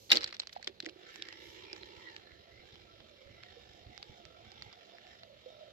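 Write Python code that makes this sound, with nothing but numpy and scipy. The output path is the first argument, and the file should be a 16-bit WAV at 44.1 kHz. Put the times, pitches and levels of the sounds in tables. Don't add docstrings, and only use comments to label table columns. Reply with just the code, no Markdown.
import sys
import numpy as np
from scipy import signal
from scipy.fft import rfft, irfft, next_fast_len
from scipy.io import wavfile
from scipy.ndimage import uniform_filter1d

SR = 44100
rng = np.random.default_rng(int(sys.argv[2]) if len(sys.argv) > 2 else 0)


def generate_wav(sig):
    pcm = np.round(np.clip(np.atleast_2d(sig).T, -1, 1) * 32767).astype(np.int16)
    wavfile.write(sys.argv[1], SR, pcm)


N = 252642
TIME = np.arange(N) / SR

# time_s, level_db
BREEZE_LEVEL = [(0, -70), (.12, -74), (.16, -61), (.22, -68), (1.0, -78.5), (1.5, -71.5), (2.4, -73.5),
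                (2.8, -70.5), (3.35, -70), (3.6, -70.5), (4.55, -69), (4.85, -78.5), (5.73, -71)]
# frequency_hz, density_db (per Hz)
BREEZE_SPECTRUM = [(15, -29.5), (35, -30.5), (60, 6), (85, 1), (125, 3), (170, -24.5), (220, 0), (300, -31),
                   (1000, -69)]
# frequency_hz, density_db (per Hz)
LAKE_SPECTRUM = [(15, -30.5), (35, -7.5), (120, -2.5), (220, 0), (270, -7.5), (350, -7), (550, 4),
                 (700, -7), (1000, -10), (1400, -14.5), (4200, -5), (6000, -29.5), (8500, -53),
                 (16000, -40)]

# start_s, level_db (before offset), pitch_hz, t60_s, thud_db (against tone)
KNOCKS = [(.121, -46.5, 477, 0.073, 3.5), (.146, -43.5, 329.2, 0.102, 3.5),
          (0.5637, -26, 767.5, 0.01925, -59), (.577, -56, 700.6, 0.13, -23),
          (.598, -38, 760, 0.0139, -26.5), (0.676, -38, 369.5, 0.0295, -17), (.696, -45.5, 384, 0.069, -15),
          (.832, -42, 340.5, 0.0435, -14.5), (.865, -41, 323.3, 0.102, -9.5),
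          (0.959, -48.5, 353, 0.067, -24.5), (1.191, -47, 337, 0.0505, -36),
          (1.73, -48, 370.6, 0.096, -8.5), (3.567, -51, 477.8, 0.131, -25.5),
          (5.46, -43, 509.6, 0.133, -46)]
# frequency_hz, density_db (per Hz)
THUD_SPECTRUM = [(30, -41.5), (120, -18.5), (240, -7), (480, 3), (720, -5), (1100, -19.5), (4000, -53.5)]

# centre_s, level_db (before offsets), pitch_hz
BUMPS = [(1.976, -56.5, 92.0), (2.327, -59, 89.8), (2.4, -61.5, 102), (2.6, -59.5, 77.0),
         (2.641, -58.5, 73.0), (2.73, -57, 99.73), (2.806, -61, 114.0), (2.941, -63, 75.0),
         (3.008, -58, 96.06), (3.265, -52.5, 85.05), (3.306, -53.0, 106.3), (3.348, -61.5, 79.02),
         (3.701, -58, 90.2), (3.748, -62, 82.0), (3.819, -61, 87.02), (3.87, -50, 91.4),
         (3.899, -53.5, 102.2), (4.1, -49, 94.82), (4.196, -61.5, 92.89), (4.262, -55, 114.7),
         (4.416, -65, 90.94), (4.475, -57.5, 76.96), (4.55, -62.5, 78.2), (4.615, -61, 134.1),
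         (4.667, -54.0, 109.0)]
# frequency_hz, density_db (per Hz)
RUB_SPECTRUM = [(25, -20.5), (55, 2), (150, -6.5), (400, -12), (900, -35), (3000, -60)]

# time_s, level_db (before offset)
GRIP_LEVEL = [(0, -74), (.3, -66), (.6, -90.5), (.86, -66.5), (1.65, -60.5), (2.05, -63), (2.4, -71),
              (4.2, -70.5), (4.5, -74.5), (5.73, -77)]
# frequency_hz, density_db (per Hz)
ROD_SPECTRUM = [(100, -29.5), (260, -19.5), (330, 2), (420, 0.5), (560, -16), (900, -23.5), (3000, -43.5)]
# centre_s, hiss_db (before offset), half_length_s
SLIDES = [(0.033, -68, 0.084), (0.533, -67, 0.0072), (1.154, -72, 0.024), (1.473, -71, 0.0586)]
# frequency_hz, density_db (per Hz)
HISS_SPECTRUM = [(500, -20), (2000, -7.5), (4500, 17), (6300, 16.5), (7500, 10), (8700, -4.5), (10400, 3),
                 (11600, 13.5), (13000, 4.5), (15500, 1), (17000, -36.5)]

# start_s, level_db, t60_s
CLASHES = [(.116, -22, 0.1073)]
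# pitch_hz, level_db, t60_s
WIRE_MODES = [(2500, -27, 0.054), (2794, -15, 0.044), (3730, -9, 0.0327), (4180, -25, 0.065),
              (4650, -29, 0.045), (5230, -24, .04)]
# pitch_hz, level_db (before offset), t60_s
FRAME_MODES = [(234.3, -44.5, 0.25), (314.2, -36.5, 0.28), (364.8, -38, .2), (464.4, -38, 0.322),
               (541, -42.5, 0.352), (819, -40, .25), (1308, -37, 0.35), (2358, -44, 0.11),
               (2929, -41, 0.34), (3990, -39, .4)]

# start_s, level_db, ring_hz, ring_db, t60_s,
# knock_db (low), body_db (hollow), edge_db (bright), pan_db (left-right)
CLICKS = [(0.103, -29.5, 4260, 11, 0.0021, -3, -16, -8, 4.5),
          (0.1148, -29.5, 3350, 3.5, 0.0063, 0.5, -7.5, -1.5, 2.5),
          (0.1178, -18.5, 2780, 5.5, 0.0039, -6.5, -4.5, -1.5, 1.5),
          (0.1188, -20, 2768, 15.5, 0.0094, -1.5, -1.5, 2.5, -10.5),
          (0.1217, -24, 3560.0, -2.5, 0.0276, -1.5, 1, 1.5, -7.5),
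          (0.1303, -23, 4050, 9.0, 0.0049, -1.5, -10.5, -4.5, 5.5),
          (0.1485, -36, 4400.0, 10.5, 0.0053, 1, 0.5, -3.5, 3.0),
          (0.1554, -31, 3800.0, 5, 0.0074, -3, -5.5, 8.5, 2),
          (0.159, -31, 3050.0, 8.0, 0.0061, -4.5, -10, -16.5, 5),
          (0.1642, -35, 4710.0, 8.5, 0.005, -5.5, -13.5, 6.5, -13.5),
          (0.1707, -21.0, 4330, 14.5, 0.0046, 2, -7, -2, 0.5),
          (0.1825, -46.5, 5320.0, 7, 0.006, 0.5, -3.5, -3.5, 0.5),
          (0.208, -44.5, 5150, 9, 0.006, -1.5, -0.5, 2.5, -4.5),
          (0.2149, -40, 4130, 17, 0.0072, -3.5, -6.5, 1.5, -0.5),
          (0.221, -44, 5240.0, 9.5, 0.0054, -12, 6.5, 1, -0.5),
          (0.2315, -39, 4200.0, 5.5, 0.0038, 3.5, 0, -8.5, -3),
          (0.2351, -42.5, 5390.0, 6, 0.0089, 4, 3, 1, -6.5),
          (0.2423, -28.5, 4330, 10.5, 0.0116, 0, -2.5, 0, -3),
          (0.2621, -45, 4260.0, 14.5, 0.0082, 8.5, 2, -12.5, -4.0),
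          (0.276, -45.5, 4260.0, 3, 0.025, 0.0, 2, 3.5, -8.5),
          (0.3087, -51, 4200.0, 10, 0.015, -4, -8, -11.0, -6),
          (0.326, -41.0, 4350.0, 5, 0.023, 8.5, 6.5, -6.0, -2),
          (0.3443, -45.5, 5600.0, 9.0, 0.0103, 1, 6, 1, -2),
          (0.3482, -50, 4110.0, 7, 0.013, -3.5, -6, -9.5, -1),
          (0.367, -49.5, 3330.0, 5, 0.0102, -3.0, -1.5, 0, -3),
          (0.3954, -41.5, 3360.0, 1, 0.0034, 2.5, -5.5, 8, -3.5),
          (0.399, -29.5, 4116, 13.5, 0.0121, 5, -2.5, 2.5, -2),
          (0.4192, -51, 3160.0, 14.5, 0.0091, 4.5, 4, 4, -10),
          (0.434, -49.5, 4150.0, 1.5, 0.0091, 9, -0.5, -17.5, -4.5),
          (0.4717, -42.5, 4400.0, 6.5, 0.0113, 2.0, -2, 4.5, -5.0),
          (0.4939, -50.5, 3350.0, 11, 0.0206, -0.5, 11.5, 0.5, -5.5),
          (0.5286, -47, 4100.0, 3, 0.02, -10.0, -12, -2, -2),
          (0.627, -46.5, 4330, 13, 0.0143, -0.5, 16, 13, -8.5),
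          (0.6447, -44.5, 4400, 10.5, 0.0081, -1.5, -4, 2.5, -4.5),
          (0.6721, -36.5, 3140, 5.5, 0.0111, 5, -9, -8, 4),
          (0.675, -33, 3400, 12.5, 0.0119, 2.5, 6.0, 7.5, -2.5),
          (0.8026, -36, 4024, 9, 0.0085, -8, 2.5, -1, -0.5),
          (0.8249, -51, 2960.0, 6.5, 0.0054, -8, -12, -9.5, 0.0),
          (0.8468, -52.5, 3680.0, 10, 0.0062, -7, 2.5, 1, -7.5),
          (0.8567, -47.5, 2890, 12.0, 0.0102, -14, -7.5, 0.5, -10),
          (0.862, -37, 3200, 3.5, 0.0084, -7.5, 15.5, 9.5, 0.0),
          (0.8884, -49, 4180.0, 3, 0.0108, -1.5, 9, -14.5, -3.5),
          (0.894, -48, 2730.0, 14, 0.0104, 1, -8.5, -1.5, -7),
          (1.1586, -48, 3200, 8.5, 0.0055, 10.5, 9.5, 13.5, -8),
          (1.2225, -36, 3596, 7, 0.0101, -14.5, 0.5, -4.5, -4.0),
          (1.2872, -50.5, 4940, 5.5, 0.00205, 7, 5, 2.0, -18.5),
          (1.326, -45, 2930, 6.5, 0.0108, 6, 1.5, -3, -1.5),
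          (1.7298, -39.5, 5025, 12, 0.008, -14.5, 1.5, 0.5, -4.5),
          (1.7638, -56, 4830, 3.5, 0.004, 10.5, 7, 2.5, -17),
          (1.8326, -47, 4020, 11.5, 0.00495, -3.5, 8, -25.5, -8),
          (2.1641, -43.5, 3070, 4, 0.0102, -5, 6.5, -5, -4.5),
          (2.319, -57.5, 2030, 4, 0.0052, 11, 12, -8.5, -9),
          (2.7562, -54, 2980.0, 8.5, 0.00435, 8.5, 2, -9.0, -3.5),
          (3.003, -54.0, 3180, 12.5, 0.0333, 16, 0.5, -12.5, -6.0),
          (3.435, -47, 4569, 4.5, 0.0061, 6, 8.5, -7.5, -1.5),
          (3.9777, -50.5, 4930, 6, 0.00501, 7, 4, 2.5, -17),
          (4.0279, -42.5, 4452, 6.5, 0.008, 5, -1, -7.0, -4),
          (4.2527, -56, 5300, 3, 0.0062, 5.0, 2, 1, -19),
          (4.5181, -55.5, 4800, 6.5, 0.00605, 5.5, 2, 4, -15),
          (4.6221, -42, 4480, 10.5, 0.00639, 4.5, 4.5, -5, -5),
          (4.7281, -57.5, 4820, 7, 0.00977, 13, -1.0, 1.5, -18.5),
          (4.9839, -52, 2160, 6, 0.00395, 10, 13.5, -3.5, 1.0),
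          (5.0686, -56.5, 2394, 4.5, 0.003376, 5, 1, -7.5, -4.5),
          (5.2337, -49, 4243, 8, 0.00504, 3.5, 4.5, -16.5, -4.5)]
# frequency_hz, density_db (per Hz)
CLICK_SPECTRUM = [(30, -52), (120, -18.5), (350, -9), (1000, -8.5), (2000, 2.5), (3000, -0.5), (4400, 4),
                  (5500, 1), (6400, -10.5), (7500, -9.5), (8700, -28.5), (10300, -29.5), (11700, -30),
                  (14500, -35.5), (16500, -42.5)]
CLICK_SPAN_S, CLICK_LEAD_S = .005, .002
CLICK_LAG_S, LAG_SCATTER, SNAP_AFTER_S = .00023, .4, .0003
CLICK_TAIL_T60_S = .085

# start_s, level_db, t60_s
JOLTS = [(0.093, -44.5, 0.214), (0.105, -33, 0.21), (.153, -32, 0.1215), (0.209, -39, 0.162),
         (0.273, -48.5, 0.266), (0.34, -48, 0.082), (0.416, -55.5, 0.222), (.524, -53.5, 0.765),
         (0.676, -49, 0.056), (0.826, -50, 0.243)]
RATTLE_PER_S = 480

# time_s, speed_teeth_per_s
CRANK_SPEED = [(.9, 53.6), (1.01, 51.9), (1.24, 55.9), (1.62, 67.5), (1.78, 62.05), (2.07, 68.34),
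               (2.27, 50.07), (2.53, 47.66), (2.74, 59.3), (2.87, 47.74), (2.99, 47.05), (3.24, 36.54),
               (3.42, 49.87), (3.56, 53.45), (3.87, 50.6), (4.08, 59), (4.27, 44.54), (4.63, 59.3),
               (4.82, 49.14), (5.15, 51.5), (5.32, 41.6), (5.52, 46.75), (5.73, 43.05)]
# time_s, rasp_db, whine_db
GEAR_LOAD = [(.9, -66.5, -64), (1.09, -58.5, -71), (1.3, -61.5, -79.5), (1.65, -62, -68.5),
             (2.1, -65, -65.5), (2.4, -66.5, -72), (2.9, -65.5, -72.5), (3.25, -63.5, -67.5),
             (3.6, -64.5, -70), (4.1, -66.5, -68.5), (4.4, -65, -65.5), (4.65, -64.5, -66),
             (4.9, -64.5, -66), (5.12, -63.5, -64.5), (5.3, -67.5, -68), (5.55, -64, -62.5),
             (5.73, -65, -63.5)]
# cycles_per_tooth, width_cycles_per_tooth, level_db (above plain grain)
TOOTH_RIPPLE = [(14.82, 0.56, 14.5), (28.63, 1.29, 8), (40.96, 3.93, 3)]
# frequency_hz, density_db (per Hz)
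GEAR_SPECTRUM = [(150, -23.5), (300, -5), (480, 4.5), (750, -16), (1050, -5), (1550, -4.5), (2000, 0.5),
                 (2700, 4), (4300, -2.5), (5300, -6), (6300, -10.5), (7700, -28), (8700, -48.5),
                 (16000, -35.5)]
# frequency_hz, width_hz,
# level_db
HOUSING_RESONANCES = [(1062, 36, -2.5), (1336.2, 35.2, 13.5), (1411.5, 73, -2.5), (1860, 99, -1),
                      (2536, 85.4, -10.5), (3236, 111, 4), (3732, 217, 5), (4420, 62, 0), (5286, 305, 6),
                      (7380, 312, 12), (11590, 610, 24.5)]
# centre_s, level_db (against rasp), half_length_s
SINGING = [(1.148, 0, 0.0273), (1.225, -5, 0.046), (1.312, 2, 0.03), (1.71, -1, 0.0395),
           (2.084, 2.5, 0.0148), (2.327, -1.5, 0.034), (2.562, -1.5, 0.056), (3.35, -4.5, 0.13),
           (3.96, -9, 0.0375), (5.124, -3, 0.026)]
# time_s, frequency_hz, level_db (against rasp)
SHEEN = [(1.5, 4016, -15.5), (2.1, 4150, -6.5), (3.2, 4016, -16.5), (3.55, 3691, -9.5), (4.7, 3518, -20.5),
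         (5.73, 3757, -6.5)]
SHEEN_WIDTH_HZ = 150
CRANK_START_S, USUAL_TEETH_PER_S = .88, 45.54
RASP_DB_PER_DOUBLING = 12
TEETH_PER_STROKE, SPOOL_OUT_AT_TOOTH = 68.86, 48.3
HOLLOW_HZ, HOLLOW_SWING_HZ, HOLLOW_DB, HOLLOW_SWING_DB = 2111, 342.5, -16, -5.5
TOOTH_THROB_DB, WHINE_WAVER_DB, FLUTTER_DB = 2.2, 3.0, 2.9
WHINE_WIDTH_CYCLES, WHINE_SKIRT_DB = 1.15, 20

# delay_s, level_db
ECHOES = [(.0019, -42), (.0034, -17), (.0057, -14)]
# frequency_hz, left_right_db
BALANCE = [(60, -6), (200, -6.5), (380, -11), (700, -6.5), (1300, -5), (2400, -3.5), (4400, -2.5),
           (8000, -8.5), (12000, 5.5), (15000, -1)]
LEFT_LAG_S, CUTOFF_HZ = 0.0003987, 15800


def from_db(db):
    return 10 ** (np.asarray(db) / 20)


def decay(t, t60):
    return from_db(-60 * t / t60)


def onset(t, rise_s):
    return 1 - np.exp(-t / rise_s)


def rms_one(x):
    return x / np.sqrt(np.mean(x ** 2) + 1e-20)


def in_time(rows):
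    s, *columns = np.transpose(rows)
    return [np.interp(TIME, s, column) for column in columns]


def at_hz(points, hz):
    f, db = np.transpose(points)
    return np.interp(np.log(np.maximum(hz, 1)), np.log(f), db)


def humps(peaks, f):
    return sum(db * np.exp(-.5 * ((f - centre) / width) ** 2) for centre, width, db in peaks)


def colour(x, points, peaks=()):
    size = 2 * next_fast_len(x.shape[-1] // 2 + 2048)
    hz = np.arange(size // 2 + 1) * SR / size
    cepstrum = irfft(np.log(from_db(at_hz(points, hz) + humps(peaks, hz))))
    cepstrum[1:size // 2] *= 2
    cepstrum[size // 2 + 1:] = 0
    response = np.exp(rfft(cepstrum))
    return irfft(rfft(x, size) * response)[..., :x.shape[-1]]


def evened(x, size=45):
    spectrum = rfft(x)
    power = uniform_filter1d(uniform_filter1d(np.abs(spectrum) ** 2, size), size)
    return irfft(spectrum / np.sqrt(power + 1e-12), x.shape[-1])


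def add(out, s, sound):
    i = max(round(s * SR), 0)
    out[..., i:i + sound.shape[-1]] += sound[..., :N - i]


def two_ports(paths, direct, lag_s=LEFT_LAG_S):
    share = np.clip(direct, 0, 1)
    t = np.arange(paths.shape[-1]) / SR
    left = np.interp(t - lag_s, t, paths[0], left=0)
    both = np.array([left, paths[0]])
    return np.sqrt(share) * both + np.sqrt(1 - share) * paths[1:]


def noise(points, direct):
    return rms_one(colour(two_ports(rng.standard_normal((3, N)), direct), points))


def wander(per_s):
    knots = rng.standard_normal(8000)
    return np.interp(TIME * per_s, np.arange(len(knots)), knots)


def swell(s, db, rise_s, fall_s):
    width_s = np.where(TIME < s, rise_s, fall_s)
    return from_db(db) * np.exp(-.5 * ((TIME - s) / width_s) ** 2)


def shade(x):
    half = at_hz(BALANCE, np.arange(N // 2 + 1) * SR / N) / 2
    return irfft(rfft(x) * from_db([half, -half]), N)


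def boat(x):
    echoes = sum(from_db(db) * np.pad(x, ((0, 0), (round(delay_s * SR), 0)))[:, :N]
                 for delay_s, db in ECHOES)
    return x + echoes


def air(lake_db=-65, breeze_db=0, lumps_db=3.5, lumps_per_s=26):
    level_db = in_time(BREEZE_LEVEL)[0] + breeze_db + lumps_db * wander(lumps_per_s)
    breeze = from_db(level_db) * noise(BREEZE_SPECTRUM, direct=1.0)
    return breeze + from_db(lake_db) * noise(LAKE_SPECTRUM, direct=0.676)


def knocks(level_db=2, thud_t60=0.14, swell_s=0.00161, size=9000):
    out = np.zeros((2, N))
    t = np.maximum(np.arange(size) / SR - np.array([[LEFT_LAG_S], [0]]), 0)
    for s, db, hz, t60, thud_db in KNOCKS:
        tone = decay(t, t60) * np.sin(2 * np.pi * hz * t)
        thud = rms_one(colour(two_ports(rng.standard_normal((3, size)), direct=0.872), THUD_SPECTRUM))
        thud *= from_db(thud_db) * decay(t, thud_t60)
        add(out, s, from_db(db + level_db) * onset(t, swell_s) * (tone + thud))
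    return out


def bumps(level_db=2.0, rise_s=0.003084, fall_s=0.005745, rub_db=-7, rub_s=0.0158):
    thumps, rubbing = np.zeros(N), np.zeros(N)
    for s, db, hz in BUMPS:
        swing = np.sin(2 * np.pi * (hz * TIME + rng.random()))
        thumps += swell(s, db + level_db, rise_s, fall_s) * swing
        rubbing += swell(s, db + rub_db, rise_s, rub_s)
    return thumps + rubbing * noise(RUB_SPECTRUM, direct=0.445)


def handling(hum_db=-1.0, slide_db=4, line_db=-81.5):
    hum = from_db(in_time(GRIP_LEVEL)[0] + hum_db) * noise(ROD_SPECTRUM, direct=0.753)
    sliding = sum(swell(s, db + slide_db, half_s, half_s) for s, db, half_s in SLIDES)
    return hum + np.hypot(from_db(line_db), sliding) * noise(HISS_SPECTRUM, direct=0.074)


def mode_swing(hz, t, rise_s):
    return np.sin(2 * np.pi * (hz * t + rng.random((3, 1)))) * onset(t, rise_s)


def bail(ring_db=-1, bright_db=11, size=16000):
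    buzz, ring, t = np.zeros((2, N)), np.zeros((2, N)), np.arange(size) / SR
    resonances = [(2823, 225, 6), (1500, 830, 0.0), (11680, 1530, bright_db)]  # Hz, width Hz, dB
    for s, db, t60 in CLASHES:
        chatter = two_ports(rng.standard_normal((3, size)), direct=0.27, lag_s=CLICK_LAG_S)
        chatter = rms_one(colour(chatter, CLICK_SPECTRUM, resonances))
        add(buzz, s, chatter * from_db(db) * decay(t, t60))
        for hz, mode_db, mode_t60 in FRAME_MODES:
            mode = mode_swing(hz, t, 0.0055) * from_db(mode_db + ring_db) * decay(t, mode_t60)
            add(ring, s, two_ports(mode, direct=1.0))
        for hz, mode_db, mode_t60 in WIRE_MODES:
            mode = mode_swing(hz, t, 0.0013) * from_db(mode_db) * decay(t, mode_t60)
            add(buzz, s, two_ports(mode, direct=0.81, lag_s=CLICK_LAG_S))
    return buzz + shade(ring)


def clicks(level_db=0, ring_width_hz=330, knock_hz=800, knock_width_hz=450, body_hz=1950,
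           body_width_hz=600, edge_hz=7000, edge_width_hz=1200, snap_db=14, tail_db=-29,
           hardness=1.0, middling_db=-33, size=3000):
    out, t = np.zeros((2, N)), np.maximum(np.arange(size) / SR - CLICK_LEAD_S, 0)
    for s, db, hz, ring_db, t60, knock_db, body_db, edge_db, pan_db in CLICKS:
        fade = decay(t, max(t60, .001)) + from_db(tail_db) * decay(t, CLICK_TAIL_T60_S)
        fade *= onset(t, 0.00016)
        lag_s = CLICK_LAG_S * (1 + LAG_SCATTER * rng.standard_normal())
        contact = two_ports(rng.standard_normal((3, size)) * fade, direct=.13, lag_s=lag_s)
        for port, delay_s in zip(contact, (lag_s, 0)):
            add(port, CLICK_LEAD_S + SNAP_AFTER_S + delay_s, from_db([snap_db]))
        resonances = [
            (hz, ring_width_hz, ring_db),
            (knock_hz, knock_width_hz, knock_db),
            (body_hz, body_width_hz, body_db),
            (edge_hz, edge_width_hz, edge_db),
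            (12200, 1700, hardness * (db - middling_db)),
        ]
        click = colour(evened(contact), CLICK_SPECTRUM, resonances)
        click /= np.sqrt((click ** 2).sum(axis=1, keepdims=True) / (CLICK_SPAN_S * SR))
        pan = np.array([[pan_db], [-pan_db]]) / 2
        add(out, s - CLICK_LEAD_S, click * from_db(db + level_db + pan))
    return out


def rattle(spread_db=7, level_db=0, rise_s=0.0014, contact_s=0.00285):
    happens = rng.random(N) < RATTLE_PER_S / SR
    sizes = from_db(spread_db * rng.uniform(-0.43, 1, N)) * happens
    bursts = signal.lfilter([1], [1, -np.exp(-1 / (contact_s * SR))], sizes + 1e-18)
    contacts = two_ports(rng.standard_normal((3, N)) * bursts, direct=0.144, lag_s=CLICK_LAG_S)
    shaking = np.zeros(N)
    for s, db, t60 in JOLTS:
        add(shaking, s, from_db(db + level_db) * decay(TIME, t60) * onset(TIME, rise_s))
    resonances = [(3830, 350, 3.5), (6960, 2400, -10.5)]  # Hz, width Hz, dB
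    return shaking * rms_one(colour(contacts, CLICK_SPECTRUM, resonances))


def cranking():
    speed, = in_time(CRANK_SPEED)
    started = TIME > CRANK_START_S
    return np.cumsum(speed * started) / SR, np.log2(speed / USUAL_TEETH_PER_S)


def flank(teeth, shape_db, alike, size=512):
    count = next_fast_len(int(teeth[-1] + 2), True)
    share = np.clip(alike, 0, 1)
    common = np.sqrt(share) * rng.standard_normal((size, 3))
    surface = common + np.sqrt(1 - share) * rng.standard_normal((count, size, 3))
    cycles = np.arange(count * size // 2 + 1) / count
    surface = irfft(rfft(np.concatenate(surface).T) * from_db(shape_db(cycles)))
    place = np.arange(count * size)
    return rms_one(np.array([np.interp(teeth * size, place, path) for path in surface]))


def flutter(x, per_s=22, count=16):
    place = np.interp(np.arange(N // 2 + 1) * SR / N, [700, 6000], [0, count - 1])
    spectrum = rfft(x)
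    out = np.zeros_like(x)
    for k in range(count):
        band = irfft(spectrum * np.maximum(1 - np.abs(place - k), 0), N)
        out += band * from_db(FLUTTER_DB * wander(per_s))
    return rms_one(out)


def moving_resonance(x, centre_hz, width_hz, size=256):
    out, state = np.zeros_like(x), np.zeros((len(x), 2))
    r = np.exp(-np.pi * width_hz / SR)
    for i in range(0, N, size):
        poles = [1, -2 * r * np.cos(2 * np.pi * centre_hz[i] / SR), r * r]
        out[:, i:i + size], state = signal.lfilter([1, 0, -1], poles, x[:, i:i + size], zi=state)
    return rms_one(out)


def gear_rasp(teeth, contact, grit_db=2.5, spool_width_hz=130):
    grain = flank(teeth, lambda cycles: humps(TOOTH_RIPPLE, cycles), alike=0.281)
    grit = from_db(grit_db * wander(500))
    rasp = two_ports(grain * contact * grit, direct=0.217)
    rasp = flutter(colour(rasp, GEAR_SPECTRUM, HOUSING_RESONANCES))
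    stroke = np.cos(2 * np.pi * (teeth - SPOOL_OUT_AT_TOOTH) / TEETH_PER_STROKE)
    hollow = moving_resonance(rasp, HOLLOW_HZ + HOLLOW_SWING_HZ * stroke, spool_width_hz)
    singing = sum(swell(s, db, half_s, half_s) for s, db, half_s in SINGING)
    hollow *= np.hypot(from_db(HOLLOW_DB + HOLLOW_SWING_DB * stroke), singing)
    sheen_hz, sheen_db = in_time(SHEEN)
    sheen = from_db(sheen_db) * moving_resonance(rasp, sheen_hz, SHEEN_WIDTH_HZ)
    return rms_one(rasp + sheen + hollow)


def gear_whine(teeth, contact, whine_cycles=14.024):
    def skirts(cycles):
        return -WHINE_SKIRT_DB * np.log10(1 + ((cycles - whine_cycles) / WHINE_WIDTH_CYCLES) ** 2)

    ripple = flank(teeth, skirts, alike=0.2)
    return rms_one(two_ports(ripple * contact, direct=0.947)) * from_db(WHINE_WAVER_DB * wander(21))


def gears(rasp_db=1, whine_db=1, take_up_s=0.162):
    teeth, doublings = cranking()
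    rasp_level, whine_level = in_time(GEAR_LOAD)
    turning = np.clip((TIME - CRANK_START_S) / take_up_s, 0, 1)
    contact = turning * rms_one(from_db(TOOTH_THROB_DB * np.cos(2 * np.pi * teeth)))
    rasp_gain = from_db(rasp_level + rasp_db + RASP_DB_PER_DOUBLING * doublings)
    whine_gain = from_db(whine_level + whine_db)
    return rasp_gain * gear_rasp(teeth, contact) + whine_gain * gear_whine(teeth, contact)


def scene():
    shaded = air() + knocks() + bumps() + boat(handling() + gears())
    return shade(shaded) + bail() + clicks() + rattle()


def record(dry):
    rounded = .8 * np.tanh(dry / .8)
    low_pass = signal.ellip(10, .1, 80, CUTOFF_HZ, fs=SR, output="sos")
    return signal.sosfilt(low_pass, rounded)


dry = scene()
out = record(dry)
generate_wav(out)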